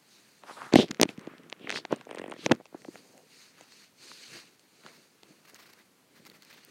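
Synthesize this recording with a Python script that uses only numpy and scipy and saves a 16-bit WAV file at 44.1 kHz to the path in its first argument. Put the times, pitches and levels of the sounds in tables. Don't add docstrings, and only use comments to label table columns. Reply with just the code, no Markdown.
import sys
import numpy as np
from scipy import signal
from scipy.fft import rfft, irfft
from scipy.io import wavfile
from scipy.ndimage import uniform_filter1d

SR = 44100
rng = np.random.default_rng(int(sys.argv[2]) if len(sys.argv) > 2 else 0)


def wrap_up_sound(samples):
    columns = np.atleast_2d(samples).T
    tamed = np.clip(columns, -1, 1)
    steps = np.round(tamed * 32767).astype(np.int16)
    wavfile.write(sys.argv[1], SR, steps)


N = 295470
SIZE, LEAD = 4096, 512
HZ = np.fft.rfftfreq(SIZE, 1 / SR) + 1e-3
HOP, FRAMES = 64, N // 64 + 5

# f/Hz, level/dB, time to fade by 60 dB/s
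SHELL_NOTES = [(1130, -14.5, 0.01), (2140, -8.5, 0.016), (2680, -3, 0.015), (3470, -10, 0.002),
               (4610, -2.5, 0.007), (6770, 1.5, 0.0013), (8710, -1, .005), (15100, -14, 0.0027)]


def gain_of(db):
    return 10 ** (np.asarray(db) / 20)


def level_at(points, hz):
    f, db = np.transpose(points)
    return np.interp(np.log(hz + 1), np.log(f), db)


def ring(notes, scatter_db, count):
    hz, db, fade_s = np.transpose(notes)
    weight = gain_of(db + scatter_db * rng.standard_normal((count, len(notes))))
    damping = (np.log(1000) / fade_s / (2 * np.pi))[:, None]
    hz = hz[:, None]
    return weight @ (hz * damping / (hz ** 2 - HZ ** 2 + 2j * HZ * damping))


def place(seconds, peak_db, spectra):
    shapes = irfft(spectra * np.exp(-2j * np.pi * HZ * LEAD / SR), SIZE)
    shapes *= (gain_of(peak_db) / abs(shapes).max(1))[:, None] * signal.windows.tukey(SIZE, .1)
    out = np.zeros(N + SIZE)
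    for s, shape in zip(seconds, shapes):
        out[round(s * SR) - abs(shape).argmax():][:SIZE] += shape
    return out[:N]


def noise(tone, level_db, patchy_db, flicker_db, drift_db=0):
    real, imag, patches = rng.standard_normal((FRAMES, 2 * HOP + 1, 3)).T
    patches = uniform_filter1d(uniform_filter1d(patches, size=5, axis=0), size=18, axis=1)
    flicker = uniform_filter1d(rng.standard_normal(FRAMES), size=4)
    colour = gain_of(level_at(tone, np.fft.rfftfreq(4 * HOP, 1 / SR))[:, None] + drift_db)
    strength = ((colour ** 2).mean(0) / gain_of(2 * drift_db).mean()) ** .5
    wobble_db = drift_db + patchy_db * patches / patches.std() + flicker_db * flicker / flicker.std()
    spectra = (real + 1j * imag) * gain_of(wobble_db) / strength
    raw = signal.istft(spectra, nperseg=4 * HOP, noverlap=3 * HOP)[1][:N]
    shaped = irfft(rfft(raw) * gain_of(level_at(tone, np.fft.rfftfreq(N, 1 / SR))), N)
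    return shaped / shaped.std() * gain_of(level_db)


def room_hush():
    # f/Hz, level/dB
    hush_tone = [(12, -50), (20, -34), (48, -17.5), (123, -5), (216, -0.5), (718, -10.5), (3250, -15),
                 (4420, -17), (14700, -24), (16000, -27.5)]
    return noise(hush_tone, level_db=-66, patchy_db=.6, flicker_db=.3)


def touch():
    # start of hold/s, hold/s, rise by 20 dB/s, fall by 20 dB/s,
    # hiss/dB, hiss centre/octaves above 1 kHz, hiss spread/octaves, rumble/dB
    swipes = [(0.115, 0.062, 0.16, 0.84, -61.5, 2, 1.1, -72), (0.486, 0.024, .05, 0.057, -49, 0, 1, -65),
              (.5, 0.18, .08, .08, -56, 2.5, 1.11, -81), (.58, 0.089, 0.042, 0.068, -45.5, .3, 0.65, -55.5),
              (0.761, .055, 0.018, .04, -30.5, 1.82, 0.56, -26),
              (0.729, .03, 0.012, .02, -40.5, 1, .8, -30), (.88, 0.033, .05, .1, -59, 1, 1, -49.5),
              (1.006, 0.039, 0.022, .03, -48.5, 0.9, .8, -46),
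              (1.09, 0.013, 0.021, .05, -50.5, 1.6, 1.22, -51),
              (1.232, 0.041, 0.13, .3, -57, 0.76, 0.64, -53), (1.622, 0.061, .04, .06, -56.5, 1.5, .3, -52),
              (1.702, 0.022, .06, .1, -50, 1.36, .65, -42.5),
              (1.761, 0.022, 0.06, 0.027, -38.5, 2, 0.55, -44.5),
              (1.915, .025, .02, .04, -46.5, 1, .8, -43), (1.949, 0.064, 0.018, .05, -60, 1, .8, -52),
              (2.179, .015, .04, .04, -54, .5, .7, -55), (2.102, 0.25, 0.044, .05, -60, 1.1, 0.45, -55),
              (2.406, 0.045, 0.063, .03, -51.5, 1.8, 0.69, -60),
              (2.451, .012, .04, .025, -45.5, 1.46, 1.2, -43),
              (2.515, 0.0053, 0.043, .045, -45.5, .4, 1, -34), (2.746, 0.013, .04, .12, -62, .5, 1.1, -58),
              (2.78, 0.21, .05, .4, -66, 2.5, 0.59, -60), (2.952, 0.018, 0.14, .12, -56.5, 1.5, 1.7, -70),
              (3.058, .14, .06, .1, -63.5, -0.8, 0.36, -63), (3.342, .12, 0.14, .12, -57, 2, 0.94, -72),
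              (3.601, 0.028, .12, 0.11, -58, 1.27, 1.37, -63), (3.734, .11, .15, .07, -57.5, 2, .85, -69.5),
              (4.03, 0.23, 0.083, 0.22, -51.5, 2, .8, -65.5),
              (4.338, 0.031, 0.11, .14, -47, 1.78, 0.95, -56),
              (4.796, .25, 0.37, .15, -64.5, 2, 0.93, -70.5), (4.85, 0.019, .06, .12, -60, 0.66, 0.86, -63),
              (4.86, .03, .03, .08, -55.5, -0.97, .25, -67), (5.298, 0.026, 0.18, .2, -63.5, 1.6, 1.3, -62),
              (5.497, 0.28, .2, 0.13, -65.5, 1.3, 1.33, -66), (6.203, 0.13, 0.18, .3, -68, 1.5, 1.2, -65.5),
              (6.481, 0.24, .15, .3, -61.5, 1.6, 0.95, -65.5)]
    rest_held, rest_free = (-67.5, .8, 0.6, -62.5), (-73, 2.3, 4, -81)
    grab_s, let_go_s = .42, 2.62
    t = np.arange(FRAMES) * HOP / SR
    held = (t > grab_s) & (t < let_go_s)
    start, hold, rise, fall = np.transpose(swipes)[:4, :, None]
    swell_db = -20 * np.maximum(np.maximum((start - t) / rise, (t - start - hold) / fall), 0)
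    power = np.r_[gain_of(2 * swell_db), [held, ~held]]
    settings = np.r_[np.array(swipes)[:, 4:], [rest_held, rest_free]]
    return t, held, power, settings.T


def rubbing():
    # f/Hz, level/dB
    through_shell = [(800, 0), (1200, 2), (1800, -1), (3100, 0), (4600, -0.5), (6500, -3.5), (10000, 0),
                     (16000, -14.5)]
    # f/Hz, level/dB
    through_air = [(800, -3), (1500, -0.5), (2300, -0.5), (2900, -3), (3300, -8.5), (4400, 3.5), (5400, -5),
                   (6500, 2), (7500, -4), (8700, 1), (10500, -4), (14000, -3), (16000, -4.5)]
    # f/Hz, level/dB
    rumble_tone = [(40, -46.5), (130, -1), (250, 2.5), (480, -0.5), (750, -11.5), (1300, -48)]
    frame_s, held, power, (hiss_db, centre, spread, rumble_db) = touch()
    t, hz = np.arange(N) / SR, np.fft.rfftfreq(4 * HOP, 1 / SR)
    octave = np.log2(hz / 1000 + .05)[:, None]
    offset = (octave - centre) / np.clip(spread, .2, 3)
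    band_db = -9 * np.log2(1 + .4 * offset ** 2) - 2.3 * octave - 0.54 * np.maximum(offset, 0) ** 2
    band, hiss_power = gain_of(2 * band_db), gain_of(2 * hiss_db)
    drift_db = 10 * np.log10((band / band.mean(0) * hiss_power) @ power / (hiss_power @ power))
    drift_db += np.where(held, level_at(through_shell, hz)[:, None], level_at(through_air, hz)[:, None])
    hiss_level = np.interp(t, frame_s, 10 * np.log10(hiss_power @ power))
    rumble_level = np.interp(t, frame_s, 10 * np.log10(gain_of(2 * rumble_db) @ power))
    hiss = noise([(300, -14.5), (800, 0)], hiss_level, patchy_db=1.7, flicker_db=0.94, drift_db=drift_db)
    return hiss + noise(rumble_tone, rumble_level, patchy_db=2.5, flicker_db=3.4)


def scattered(count, typical_db, scatter_db=4.5):
    t, held, power, (hiss_db, *_) = touch()
    share = np.cumsum(held * (gain_of(2 * hiss_db) @ power) ** 0.18)
    when, size, brightness = rng.random((count, 3)).T
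    peak_db = typical_db - scatter_db * (1 + np.log(size + .02))
    return np.interp(when, share / share[-1], t), peak_db, 2 * brightness - 1


def cracks(events, notes, burst_s, direct, top_db_per_octave):
    s, peak_db, treble_db = np.transpose(events)
    t = np.arange(SIZE) / SR
    burst = rng.standard_normal((len(s), SIZE)) * np.exp(-t / burst_s)
    burst[:, 0] += 2.2
    tilt_db = treble_db[:, None] * np.clip(np.log2(HZ / 3000) / 1.5, -.3, 1.2)
    tilt_db += top_db_per_octave * np.maximum(np.log2(HZ / 9000), 0)
    bass_cut = 1 / (1 - 1j * 1100 / HZ) ** 3
    ringing = ring(notes, scatter_db=5.7, count=len(s))
    return place(s, peak_db, rfft(burst) * gain_of(tilt_db) * bass_cut * (direct + ringing))


def shell_cracks():
    # t/s, peak level/dB, treble against middle/dB
    snaps = [(0.4358, -41, -14), (0.7233, -34, -13.5), (0.7268, -24, -22), (0.7326, -23.5, -19),
             (0.7372, -11, -19.5), (0.7556, -26, -14), (0.7572, -7, -4), (0.8301, -30, -4),
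             (0.8835, -34, -16), (0.8885, -34, -11), (0.9104, -23.5, -1.5), (0.9133, -19, -4),
             (0.9464, -29, -12), (0.9711, -38, -22), (0.9994, -16.5, -26), (1.0145, -2.5, 3.5),
             (1.0061, -36.5, -22), (1.0258, -18, -15), (1.0311, -2, -13.5), (1.0331, -8, -11),
             (1.0543, -32, -28), (1.0865, -44, -30), (1.0911, -26, -25), (1.1774, -38, -9),
             (1.1942, -36, -9), (1.2711, -35.5, -20), (1.4997, -30, -6.5), (1.5214, -37, -16),
             (1.5268, -21, -24.5), (1.6732, -24, -56.5), (1.6951, -16.5, -20), (1.7037, -14.5, -13.5),
             (1.7146, -20.5, -11), (1.7254, -20, -16), (1.7431, -25.5, -17), (1.76, -19, -27),
             (1.7736, -20.5, -24), (1.8521, -20.5, -28.5), (1.9228, -29, 3), (1.929, -22.5, -35),
             (1.9611, -39, 3), (2.0122, -34, -23), (2.1116, -31.5, -23.5), (2.1594, -39, -4),
             (2.1846, -27.5, -12), (2.1894, -31, -15), (2.319, -29, -29), (2.4624, -8.5, -12),
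             (2.4968, -29, -29), (2.5155, -13, -18), (2.5193, -5, -15.5), (2.532, -42, -18),
             (2.5508, -38, -1), (2.6563, -37, -13), (2.6652, -44, -17), (2.8196, -42, -19),
             (2.848, -35.5, -25), (2.957, -35, -32), (3.0199, -52, -10), (3.1785, -41.5, 1.5)]
    s, db, brightness = scattered(count=24, typical_db=-45.5)
    crackles = np.c_[s, db, -12.5 + 7 * brightness]
    return cracks(np.r_[snaps, crackles], SHELL_NOTES, burst_s=0.00035, direct=0.35, top_db_per_octave=-20)


def blows(events, travel_s, hollow, softness, ring_db, scatter_db):
    # f/Hz, level/dB, time to fade by 60 dB/s
    body_notes = [(135, -21, .05), (252, -11, .06), (354, 1, 0.017), (488, -7, 0.012), (754, 8.5, 0.01)]
    s, peak_db, hz = np.transpose(events)
    ratio = HZ / hz[:, None]
    panel = 1 / (1 - ratio ** 2 + 1j * ratio / hollow)
    push = ratio ** 2 * panel / (1 + (softness * ratio) ** 2) ** 2
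    lag_cycles = travel_s * (2 * np.sqrt(ratio) - ratio) * hz[:, None]
    ringing = gain_of(ring_db) * ring(body_notes, scatter_db, count=len(s))
    return place(s, peak_db, -push * np.exp(-2j * np.pi * lag_cycles) * (1 - 1j * ringing))


def shell_thuds():
    # t/s, peak level/dB, centre f/Hz
    knocks = [(0.4375, -36, 790), (0.4888, -40, 780), (0.4985, -35, 832), (0.5113, -38, 964),
              (0.6186, -27.5, 920), (0.727, -21.5, 490), (0.7406, -3.5, 333), (0.7581, -1.5, 471),
              (0.7615, -3, 310), (0.766, -21, 304), (0.79, -6.5, 323), (0.7935, -23, 325),
              (0.7985, -8.5, 348), (0.8312, -24.5, 390), (0.9986, -15, 368), (1.003, -19.5, 328),
              (1.0078, -26, 344), (1.0154, -7.5, 403), (1.0265, -17, 468), (1.032, -7, 477.5),
              (1.056, -23, 332.5), (1.0927, -27.5, 289.5), (1.5273, -33.5, 535), (1.6458, -33, 342),
              (1.6762, -34, 549), (1.6979, -32, 355), (1.7039, -28.5, 630), (1.7277, -33, 465),
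              (1.7436, -31.5, 610), (1.7875, -32, 580), (1.8524, -28.5, 657), (1.9094, -29, 550),
              (1.9156, -24, 473), (1.9266, -12, 474), (1.9337, -25, 351), (1.9417, -28, 430),
              (2.0151, -42, 690), (2.3933, -38, 350), (2.4634, -14, 477), (2.5, -36, 700),
              (2.5164, -6, 455), (2.5205, -9, 470), (2.525, -15, 286), (2.5385, -34, 240),
              (2.6018, -35.5, 426), (2.6566, -43.5, 750), (2.9454, -47, 421), (2.9577, -38, 587),
              (3.6111, -43.5, 616), (4.1165, -35.5, 1157), (4.8525, -45.5, 373), (4.858, -50, 308),
              (4.8665, -48, 423), (5.2333, -45, 526), (5.3081, -47.5, 267), (5.537, -46, 395)]
    s, db, brightness = scattered(count=16, typical_db=-43)
    thuds = np.r_[knocks, np.c_[s, db, 430 * 1.5 ** brightness]]
    return blows(thuds, travel_s=.0012, hollow=1.2, softness=0.7, ring_db=0.47, scatter_db=5)


def taps_and_hinge():
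    # t/s, peak level/dB, centre f/Hz
    slips_and_taps = [(0.9096, -27.5, 250), (1.1836, -31.5, 211), (1.2753, -26.5, 313), (2.0715, -34, 445),
                      (2.076, -50, 304), (2.0945, -35.5, 468.5), (2.101, -40, 523), (2.1128, -31, 470),
                      (2.1306, -34, 470), (2.1504, -29.5, 456), (2.1756, -30.5, 443), (2.189, -50, 498),
                      (2.1985, -28, 390), (2.2189, -28.5, 406), (2.2431, -28, 440), (2.2633, -31.5, 417),
                      (2.283, -32.5, 405), (2.3, -34, 428), (2.3147, -31, 375), (2.3232, -30, 700),
                      (2.341, -37, 353), (2.3661, -39.5, 410), (2.6108, -41, 560), (2.7283, -45, 390),
                      (2.7474, -30.5, 435), (2.8525, -35.5, 490), (2.8875, -30.5, 340)]
    # f/Hz, level/dB, time to fade by 60 dB/s
    hinge_notes = [(1880, 3, 0.0105), (2878, 1, 0.0026), (8950, 3, 0.0053)]
    creak_from_s, creak_to_s = 2.085, 2.38
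    early_s, quieter_db, treble_db = 0.0024, 6, -12.5
    ticks = [(s - early_s, db - quieter_db, treble_db)
             for s, db, _ in slips_and_taps if creak_from_s < s < creak_to_s]
    thin = cracks(ticks, hinge_notes, burst_s=0.00126, direct=0.103, top_db_per_octave=-26)
    dull = blows(slips_and_taps, travel_s=0.00398, hollow=1.7, softness=0.55, ring_db=0.37, scatter_db=4.1)
    return thin + dull


def paper_ticks():
    # t/s, peak level/dB, treble against middle/dB
    ticks = [(3.5824, -46, -7), (3.6104, -36.5, -17), (3.7222, -38.5, -12), (4.5954, -43, -5),
             (4.8372, -44, -20.5), (4.8639, -32.5, -25), (4.8869, -42, -18), (5.2334, -35.5, -15.5),
             (5.4981, -40, 0.5), (5.5455, -34, 11), (5.5614, -44, -2.5), (5.7352, -38.5, 0.5),
             (6.1636, -46.5, 3.5), (6.2523, -39.5, -1), (6.2675, -37, 5), (6.279, -43.5, 8),
             (6.2997, -35, 0), (6.3142, -50, -2), (6.4232, -33, 4.5), (6.4322, -42.5, 5),
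             (6.4499, -36.5, 2.5), (6.5289, -38.5, -10), (6.5824, -51, 8.5), (6.6491, -32.5, 5)]
    return cracks(ticks, SHELL_NOTES, burst_s=0.00041, direct=0.43, top_db_per_octave=2.8)


def pencil():
    # middle t/s, length/s, level/dB
    strokes = [(4.856, 0.02, -67), (4.952, 0.091, -60.5), (5.454, 0.02, -57.5), (5.492, 0.05, -55.5),
               (5.56, 0.03, -55), (5.598, 0.035, -53), (5.629, 0.051, -56.5), (5.666, 0.031, -55.5),
               (5.699, 0.032, -57), (5.734, 0.012, -54), (5.803, 0.072, -62.5), (6.172, 0.074, -60.5),
               (6.268, 0.028, -50), (6.317, 0.008, -57), (6.355, 0.053, -57), (6.428, 0.019, -57),
               (6.508, 0.03, -54), (6.539, 0.035, -54.5), (6.58, 0.036, -57.5)]
    # f/Hz, level/dB
    lead_tone = [(300, -8.5), (1000, -2), (2000, 2), (3300, -6.5), (4500, -3.5), (7000, -12), (9500, -17),
                 (13500, -13)]
    catches_per_s = 1400
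    t = np.arange(N) / SR
    pressure = sum(gain_of(db) * np.cos(np.pi * np.clip((t - s) / (0.99 * length), -.5, .5))
                   for s, length, db in strokes)
    catches = rng.exponential(1, N) ** 3 * (rng.random(N) < catches_per_s / SR)
    grit = 1 + 0.19 * uniform_filter1d(catches, size=40)
    return pressure * grit * noise(lead_tone, level_db=0, patchy_db=1.7, flicker_db=0.83)


def scene():
    return (room_hush() + rubbing() + shell_cracks() + shell_thuds() + taps_and_hinge()
            + paper_ticks() + pencil())[None]


def record(dry):
    bass_hz, top_hz = 85, 16000
    thinned = signal.sosfilt(signal.butter(2, bass_hz, "high", fs=SR, output="sos"), dry)
    treble_cut = signal.firwin(511, top_hz, window=("kaiser", 12), fs=SR)
    return signal.oaconvolve(thinned, treble_cut[None], "same")


dry = scene()
out = record(dry)
wrap_up_sound(out)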